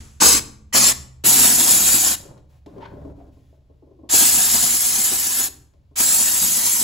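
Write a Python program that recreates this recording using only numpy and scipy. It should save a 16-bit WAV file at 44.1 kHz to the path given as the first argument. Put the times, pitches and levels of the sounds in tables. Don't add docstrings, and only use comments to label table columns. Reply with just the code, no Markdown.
import sys
import numpy as np
from scipy import signal
from scipy.fft import rfft, irfft
from scipy.io import wavfile
from scipy.ndimage import uniform_filter1d

SR = 44100
rng = np.random.default_rng(int(sys.argv[2]) if len(sys.argv) > 2 else 0)


def dump(signal):
    limited = np.clip(np.atleast_2d(signal).T, -1, 1)
    pcm = np.round(limited * 32767).astype(np.int16)
    wavfile.write(sys.argv[1], SR, pcm)


N = 301203
TIME, FREQ = np.arange(N) / SR, np.fft.rfftfreq(N, 1 / SR)


def amp(db):
    return 10 ** (np.asarray(db) / 20)


def unit(x):
    return x / np.sqrt(np.mean(x ** 2) + 1e-20)


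def read(points, hz, axis=1):
    table = np.transpose(points)
    return np.interp(np.log(hz + 1), np.log(table[0] + 1), table[axis])


def colour(x, gain):
    return irfft(rfft(x) * gain, N)


def noise(gain):
    return unit(colour(rng.standard_normal((2, N)), gain))


def below(hz, order=4):
    return 1 / np.sqrt(1 + (FREQ / hz) ** (2 * order))


def thirds(low_hz, high_hz):
    low, high = below(low_hz), below(high_hz)
    treble = np.sqrt(1 - high ** 2)
    middle = high * np.sqrt(1 - low ** 2)
    return treble, middle, high * low


def peaks(modes):
    power = 0
    for hz, width_hz, db in modes:
        power = power + amp(db) ** 2 / (1 + (2 * (FREQ - hz) / width_hz) ** 2)
    return np.sqrt(power)


def wander(rate_hz):
    return unit(colour(rng.standard_normal(N), below(rate_hz, order=2)))


def blow(start_s, rise_s, t60_s):
    age_s = np.maximum(TIME - start_s, 0)
    return (1 - np.exp(-age_s / rise_s)) * np.exp(-np.log(1000) * age_s / t60_s)


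def gate(start_s, end_s, attack_s, release_s, snap=0.58):
    opening = np.clip((TIME - start_s) / attack_s, 0, 1)
    closing = np.clip((end_s - TIME) / release_s, 0, 1) ** snap
    return opening * closing


# pitch_hz, width_hz, level_db
HUM_MODES = [(71, 4.6, 2), (40, 40, -14.5), (130, 22, -7)]


def boom():
    return noise(peaks(HUM_MODES) * below(hz=135, order=5))


# pitch_hz, density_db (per Hz)
FLOOR = [(20, -8), (100, 4), (300, -10.5), (700, -16.5), (1500, -27), (4000, -29), (7000, -35.5),
         (15000, -39)]
HUM_DB, HUM_PUFF_DB, HUM_JET_DB, HUM_HOSE_DB, HUM_LINGER_S = -54, -27, -32.5, 1.5, 0.11


def background(puffs, bursts, dragging):
    stir = 0
    for db, source in [(HUM_PUFF_DB, puffs), (HUM_JET_DB, bursts), (HUM_HOSE_DB, dragging)]:
        stir = stir + (amp(db) * source[0]) ** 2
    keep = np.exp(-1 / (HUM_LINGER_S * SR))
    stirred_power = signal.lfilter([1 - keep], [1, -keep], stir)
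    level = np.sqrt(amp(HUM_DB) ** 2 + stirred_power)
    return level * boom() + amp(-64.5) * noise(amp(read(FLOOR, FREQ)))


# pitch_hz, density_db (per Hz)
PUFF_SPECTRUM = [(40, -35.5), (110, -15), (250, 3), (480, -6.5), (720, -9.5), (900, -7.5), (1300, -8.5),
                 (2400, -9.5), (3400, -12), (5200, -10), (7200, -4), (9500, -5.5), (12000, -12.5),
                 (15500, -17.5)]


def dying_hiss():
    hiss = noise(amp(read(PUFF_SPECTRUM, FREQ)) * below(hz=9000, order=2))
    hiss = amp(-45.0) * blow(0, rise_s=0.0007, t60_s=0.71) * hiss
    return hiss + amp(-42) * blow(0, rise_s=.002, t60_s=1.8) * boom()


# start_s, pitch_hz, level_db, t60_s
COUNTER = [(0.0, 217, -49, 0.77), (0.221, 211.5, -42, 2.0), (0.228, 122, -36.5, 1.3),
           (0.749, 128, -36.5, 1.7), (1.24, 124.8, -32, 1.2)]


def counter():
    hum = np.zeros(N)
    for start_s, hz, db, t60_s in COUNTER:
        hum += amp(db) * blow(start_s, .01, t60_s) * np.sin(2 * np.pi * hz * (TIME - start_s))
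    return hum * np.array([[1], [0]])


# centre_s, buffet_change_db, hiss_and_splash_change_db
SURGES = [(0.36, 4, 0), (0.765, 7, 2), (1.385, 2.5, 1.5), (1.445, 1.5, 4.5), (1.51, 3.5, 1.5),
          (1.57, 0.5, -2), (1.71, 4.5, 3), (1.811, -3, -2), (1.88, 1, 2), (1.95, 3, 2), (2.005, -6, -2),
          (2.08, 0, 1), (4.115, -10, -1.5), (4.143, 10, 0), (4.219, 8, 1), (4.39, 12, 1), (4.55, 9.5, 2.5),
          (4.651, 13, 2), (4.735, 8.5, 2), (4.8, -14.5, -1), (5.0, 8, 1.5), (5.13, 11.5, 0.5),
          (5.405, 12, 2), (5.98, -13.5, -1.5), (6.005, 6, 0.5), (6.199, 9, 1.5), (6.435, 11.5, 2),
          (6.57, 3.5, 1.5), (6.66, 8, 3), (6.82, 10.5, 0.5)]
SURGE_S = .022


def surge(axis):
    return sum(row[axis] * np.exp(-((TIME - row[0]) / SURGE_S) ** 2) for row in SURGES)


SAG_S = 0.6


def flow(pulls, splash_power=0.42, buffet_power=.9, buffet_sag=1.25):
    hiss, splash, buffet = np.zeros((3, N))
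    for start_s, end_s, opening_s, closing_s, hiss_db, splash_db, buffet_db, sag_db in pulls:
        valve = gate(start_s, end_s, opening_s, closing_s)
        sag = 1 - np.exp(-np.maximum(TIME - start_s, 0) / SAG_S)
        pressure = amp(-sag_db * sag)
        hiss += amp(hiss_db) * valve * pressure
        splash += amp(splash_db) * valve ** splash_power * pressure
        buffet += amp(buffet_db) * valve ** buffet_power * pressure ** buffet_sag
    lift = amp(surge(axis=2))
    return hiss * lift, splash * lift, buffet * amp(surge(axis=1))


def reflect(x, echo_db, longest_s, sway_s, count=5):
    out = x.copy()
    for k in range(count):
        path_s = longest_s * (k + rng.uniform(.3, 1)) / count
        sway = np.sin(2 * np.pi * (rng.uniform(.2, .6) * TIME + rng.random()))
        delay_s = path_s + sway_s * sway
        at = np.clip(np.round((TIME - delay_s) * SR).astype(int), 0, N - 1)
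        out += amp(echo_db) * x[:, at]
    return unit(out)


def gurgle(x, patchy_db, size=512):
    z = signal.stft(x, nperseg=size)[2]
    patches = uniform_filter1d(rng.standard_normal(z.shape[1:]), size=4, axis=0)
    patches = uniform_filter1d(patches, size=7, axis=1)
    uneven = signal.istft(z * amp(patchy_db * unit(patches)), nperseg=size)[1]
    return unit(uneven[:, :N])


def steam(gains, shape, hiss_db, splash_db, buffet_db, echo_db):
    jet = reflect(noise(shape), echo_db, longest_s=.006, sway_s=.00016)
    hiss, splash, buffet = (unit(colour(jet, band)) for band in thirds(low_hz=666, high_hz=4514))
    eddies, spray = wander(rate_hz=26), wander(rate_hz=960)
    hiss = gurgle(hiss, patchy_db=2.5) * amp(hiss_db + 0.73 * eddies + .5 * spray)
    splash = gurgle(splash, patchy_db=2.5) * amp(splash_db + 0.36 * eddies + .9 * spray)
    buffet = buffet * amp(buffet_db + 1.6 * eddies + 0.88 * wander(rate_hz=34))
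    return sum(layer * gain for layer, gain in zip((hiss, splash, buffet), gains))


# start_s, end_s, opening_s, closing_s, hiss_db, splash_db, buffet_db, sag_db
PUFFS = [(0.201, 0.398, 0.022, 0.041, -10.5, -21, -27, 21),
         (0.726, 0.93, .034, .035, -13.5, -24.5, -32.5, 7)]
# pitch_hz, width_hz, level_db (before trim)
CAVITY = [
    [(1110, 44, -7.5), (2395, 86, -9), (4190, 86, -5), (5000, 240, -8.5), (5493, 74, -6), (6320, 44, 0),
     (7860, 103, -0.5), (7770, 43, -5.5), (11000, 40, -6.5), (11600, 230, -17)],
    [(2330, 190, -6), (5130, 120, -6), (5770, 44, -11.5), (6760, 120, -11.5), (7150, 70, 0.5),
     (11100, 36, -7.5), (11100, 140, -5)],
]


def test_puffs():
    smooth = amp(read(PUFF_SPECTRUM, FREQ))
    out = 0
    for pull, modes in zip(PUFFS, CAVITY):
        shape = np.hypot(smooth, amp(-0.5) * peaks(modes))
        out = out + steam(flow([pull]), shape, hiss_db=1.5, splash_db=0.34, buffet_db=-1.0, echo_db=-13.5)
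    return out


# start_s, level_db (before trim), centre_hz
SPUTTERS = [(0.218, -8, 904), (0.243, -14.5, 264), (0.262, -15.5, 459.6), (0.747, -12, 891),
            (1.44, -16, 353), (4.139, -22.5, 280), (5.119, -25.5, 269), (6.001, -20, 283),
            (6.424, -27, 258)]


def sputters():
    band = below(hz=1900, order=2) * np.sqrt(1 - below(hz=191) ** 2)
    out = np.zeros((2, N))
    for start_s, db, hz in SPUTTERS:
        pop = noise(band * (amp(-9.5) + peaks([(hz, 250, 0)])))
        out += amp(db - 4.5) * blow(start_s, rise_s=0.00069, t60_s=0.0863) * pop
    return out


def droplets(splash):
    size_db = 1.8 * np.minimum(rng.exponential(1, (2, N)), 4)
    size = amp(size_db) * rng.choice([-1., 1.], (2, N))
    hits = size * (rng.random((2, N)) < 500 / SR)
    crackle = unit(colour(hits, peaks([(1600, 1400, 0.0027), (3400, 2000, 0)])))
    return amp(-5.5) * crackle * splash


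# start_s, end_s, opening_s, closing_s, hiss_db, splash_db, buffet_db, sag_db
BURSTS = [(1.238, 2.158, 0.028, .08, -14.5, -25, -32, 5.5),
          (4.09, 5.488, 0.061, .04, -13.5, -25, -38, 10.4), (5.956, 6.9, .05, .04, -17, -29.5, -42, 6.1)]
# pitch_hz, density_db (per Hz)
JET_SPECTRUM = [(40, -35.5), (110, -15), (190, -8), (245, -4), (310, -8.5), (420, -18), (540, -16.5),
                (730, -13.5), (1200, -13), (1650, -10), (2000, -12), (3600, -11), (6000, -6.5), (7100, 1.3),
                (8400, 2), (9800, 0), (12500, -2.5), (15500, -8)]


def shoe_bursts():
    gains = flow(BURSTS)
    shape = amp(read(JET_SPECTRUM, FREQ))
    jet = steam(gains, shape, hiss_db=3.0, splash_db=-0.5, buffet_db=1.0, echo_db=-12.0)
    return jet + droplets(splash=gains[1])


# start_s, level_db, centre_hz, tick_db (added to level_db)
KNOCKS = [(1.238, -26.5, 300.3, -18.5), (2.252, -39, 412, -16), (2.308, -46, 202, -20),
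          (2.377, -44.5, 299, -7), (2.661, -29.5, 328, -17.5), (2.781, -29.5, 422, -26),
          (2.93, -33, 315, -34), (2.968, -34.5, 560, -34), (3.013, -37, 324, -25), (3.049, -27.5, 256, -33),
          (3.088, -38, 300, -35), (3.174, -42, 315, -35), (3.269, -42, 319, -32), (3.368, -47.5, 320, -31),
          (3.526, -48, 630, -28), (3.697, -42.5, 317, -39.5), (3.823, -40.5, 320, -47.5),
          (3.873, -45.5, 480, -36.5), (3.911, -41, 315, -33.5), (3.989, -39.5, 315, -49.5),
          (4.034, -34.5, 322, -48), (5.482, -40, 301, -25), (5.736, -52.5, 550, -9),
          (5.911, -48, 292, -24.5)]
# pitch_hz, width_hz, level_db
WAND = [(283, 60, -4), (398, 24, -2), (583, 50, -5), (679, 50, -13), (880, 60, -15), (1050, 20, -5.5)]


def knocks():
    body = peaks(WAND) * below(hz=1110, order=6) * np.sqrt(1 - below(hz=220) ** 2)
    tick = noise(below(hz=4520, order=2))
    out = np.zeros((2, N))
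    for start_s, db, hz, tick_db in KNOCKS:
        ring = noise(body * (amp(-11.0) + peaks([(hz, 160, 0)])))
        out += amp(db - 4.0) * ring * blow(start_s, rise_s=0.0018, t60_s=0.14)
        out += amp(db + tick_db - 3.5) * tick * blow(start_s, rise_s=.0005, t60_s=0.049)
    return out


# start_s, length_s, rumble_db, rub_db, rustle_db, fade_db_per_s
DRAGS = [(2.192, 0.22, -47.5, -55, -76, 27.5), (2.483, 0.12, -73, -68, -71, 10),
         (2.666, 0.47, -46.5, -57.5, -73, 1), (3.142, 0.17, -52.5, -63, -75.5, 9),
         (3.307, 0.28, -65.5, -88, -73.5, 19.5)]
# pitch_hz, density_db (per Hz)
DRAG_SPECTRUM = [(59, -32), (100, 1), (318, -11), (471, -16), (556, -5), (713, -24.5), (1060, -26),
                 (1220, -32), (14000, -44)]
DRAG_ATTACK_S, DRAG_RELEASE_S = 0.01976, 0.031


def hose():
    shape = amp(read(DRAG_SPECTRUM, FREQ))
    rustle, rub, rumble = (noise(shape * band) for band in thirds(low_hz=780, high_hz=1430))
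    slips = amp(3.2 * wander(rate_hz=32))
    out = np.zeros((2, N))
    for start_s, length_s, rumble_db, rub_db, rustle_db, fade_db_per_s in DRAGS:
        pull = gate(start_s, start_s + length_s, DRAG_ATTACK_S, DRAG_RELEASE_S)
        pull = pull * amp(-fade_db_per_s * np.maximum(TIME - start_s, 0))
        uneven = slips * (amp(rumble_db - 2.5) * rumble + amp(rub_db) * rub)
        out += pull * (uneven + amp(rustle_db + 2.5) * rustle)
    return out


# start_s, length_s, level_db, squeak_hz, rasp_db (relative to squeak)
RUBS = [(2.763, 0.039, -36.5, 429, -27), (2.803, 0.069, -41.5, 926, -7.5),
        (2.851, 0.015, -41.5, 1000, -7.5), (3.184, 0.042, -47, 670, -23)]


def rubs():
    rasp = noise(below(hz=3800, order=2) * peaks([(1450, 350, 0.5), (2200, 500, -5), (3500, 2100, -11)]))
    out = np.zeros((2, N))
    for start_s, length_s, db, hz, rasp_db in RUBS:
        stroke = np.sqrt(np.abs(np.sin(np.pi * np.clip((TIME - start_s) / length_s, 0, 1))))
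        squeak = noise(peaks([(hz, 130, 0)]) ** 2)
        out += amp(db) * stroke * (squeak + amp(rasp_db) * rasp)
    return out


# pitch_hz, t60_s
ROOM = [(120, 0.94), (400, 0.66), (1000, 0.53), (2800, 0.43), (7300, 0.38), (15000, 0.28)]


def room(x, count=3):
    out = np.zeros((2, N))
    for k in range(count):
        present = rng.random((2, SR)) < 3000 / SR
        taps = rng.choice([-1., 1.], (2, SR)) * present * (TIME[:SR] > .005)
        hz, t, z = signal.stft(taps, SR, nperseg=256)
        decay = amp(-60 * t / read(ROOM, hz)[:, None])
        tail = signal.istft(z * decay, SR, nperseg=256)[1]
        share = np.cos(np.pi * (.6 * TIME + k / count)) * np.sqrt(2 / count)
        out += signal.fftconvolve(x * share, tail / np.linalg.norm(tail[0]), axes=1)[:, :N]
    return out


# pitch_hz, likeness (0-1), left_minus_right_db
PORTS = [(60, 1, -0.5), (250, 0.82, 0.6), (500, 0.3, 2.5), (1100, 0.15, 2.5), (2050, 0.1, 2.5),
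         (3000, 0.5, 4.5), (3340, 1, -0.5), (5160, 0.4, 3.5), (7300, 1, 0.5), (11000, 1, -0.5),
         (15100, 0.8, 0.5)]
LAG_FROM_HZ, LAG_TURN_HZ = 6850, 4380


def ports(x):
    common, diffuse = rfft(x)
    same = np.clip(read(PORTS, FREQ), -1, 1)
    tilt = amp(read(PORTS, FREQ, axis=2) / 2)
    mid, side = common * np.sqrt((1 + same) / 2), diffuse * np.sqrt((1 - same) / 2)
    lag = np.exp(-2j * np.pi * np.maximum(FREQ - LAG_FROM_HZ, 0) / LAG_TURN_HZ)
    left, right = (mid + side) * lag * tilt, (mid - side) / tilt
    return irfft(np.array([left, right]), N)


def scene():
    puffs, bursts, dragging = test_puffs(), shoe_bursts(), hose()
    vapour = puffs + bursts + sputters()
    handling = (dragging + rubs() + knocks()) * amp([[0], [-3.0]])
    echo = room(amp(-14.5) * vapour + amp(-7.0) * handling)
    bed = dying_hiss() + counter() + background(puffs, bursts, dragging)
    return ports(vapour + handling + echo + bed)


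EDGE_HZ = 15800


def record(dry):
    clipped = np.clip(dry * np.minimum(TIME / .006, 1) ** 2, -1, 1)
    lowpass = signal.firwin(511, EDGE_HZ, window=("kaiser", 9), fs=SR)
    return signal.oaconvolve(clipped, lowpass[None], "same")


dry = scene()
out = record(dry)
dump(out)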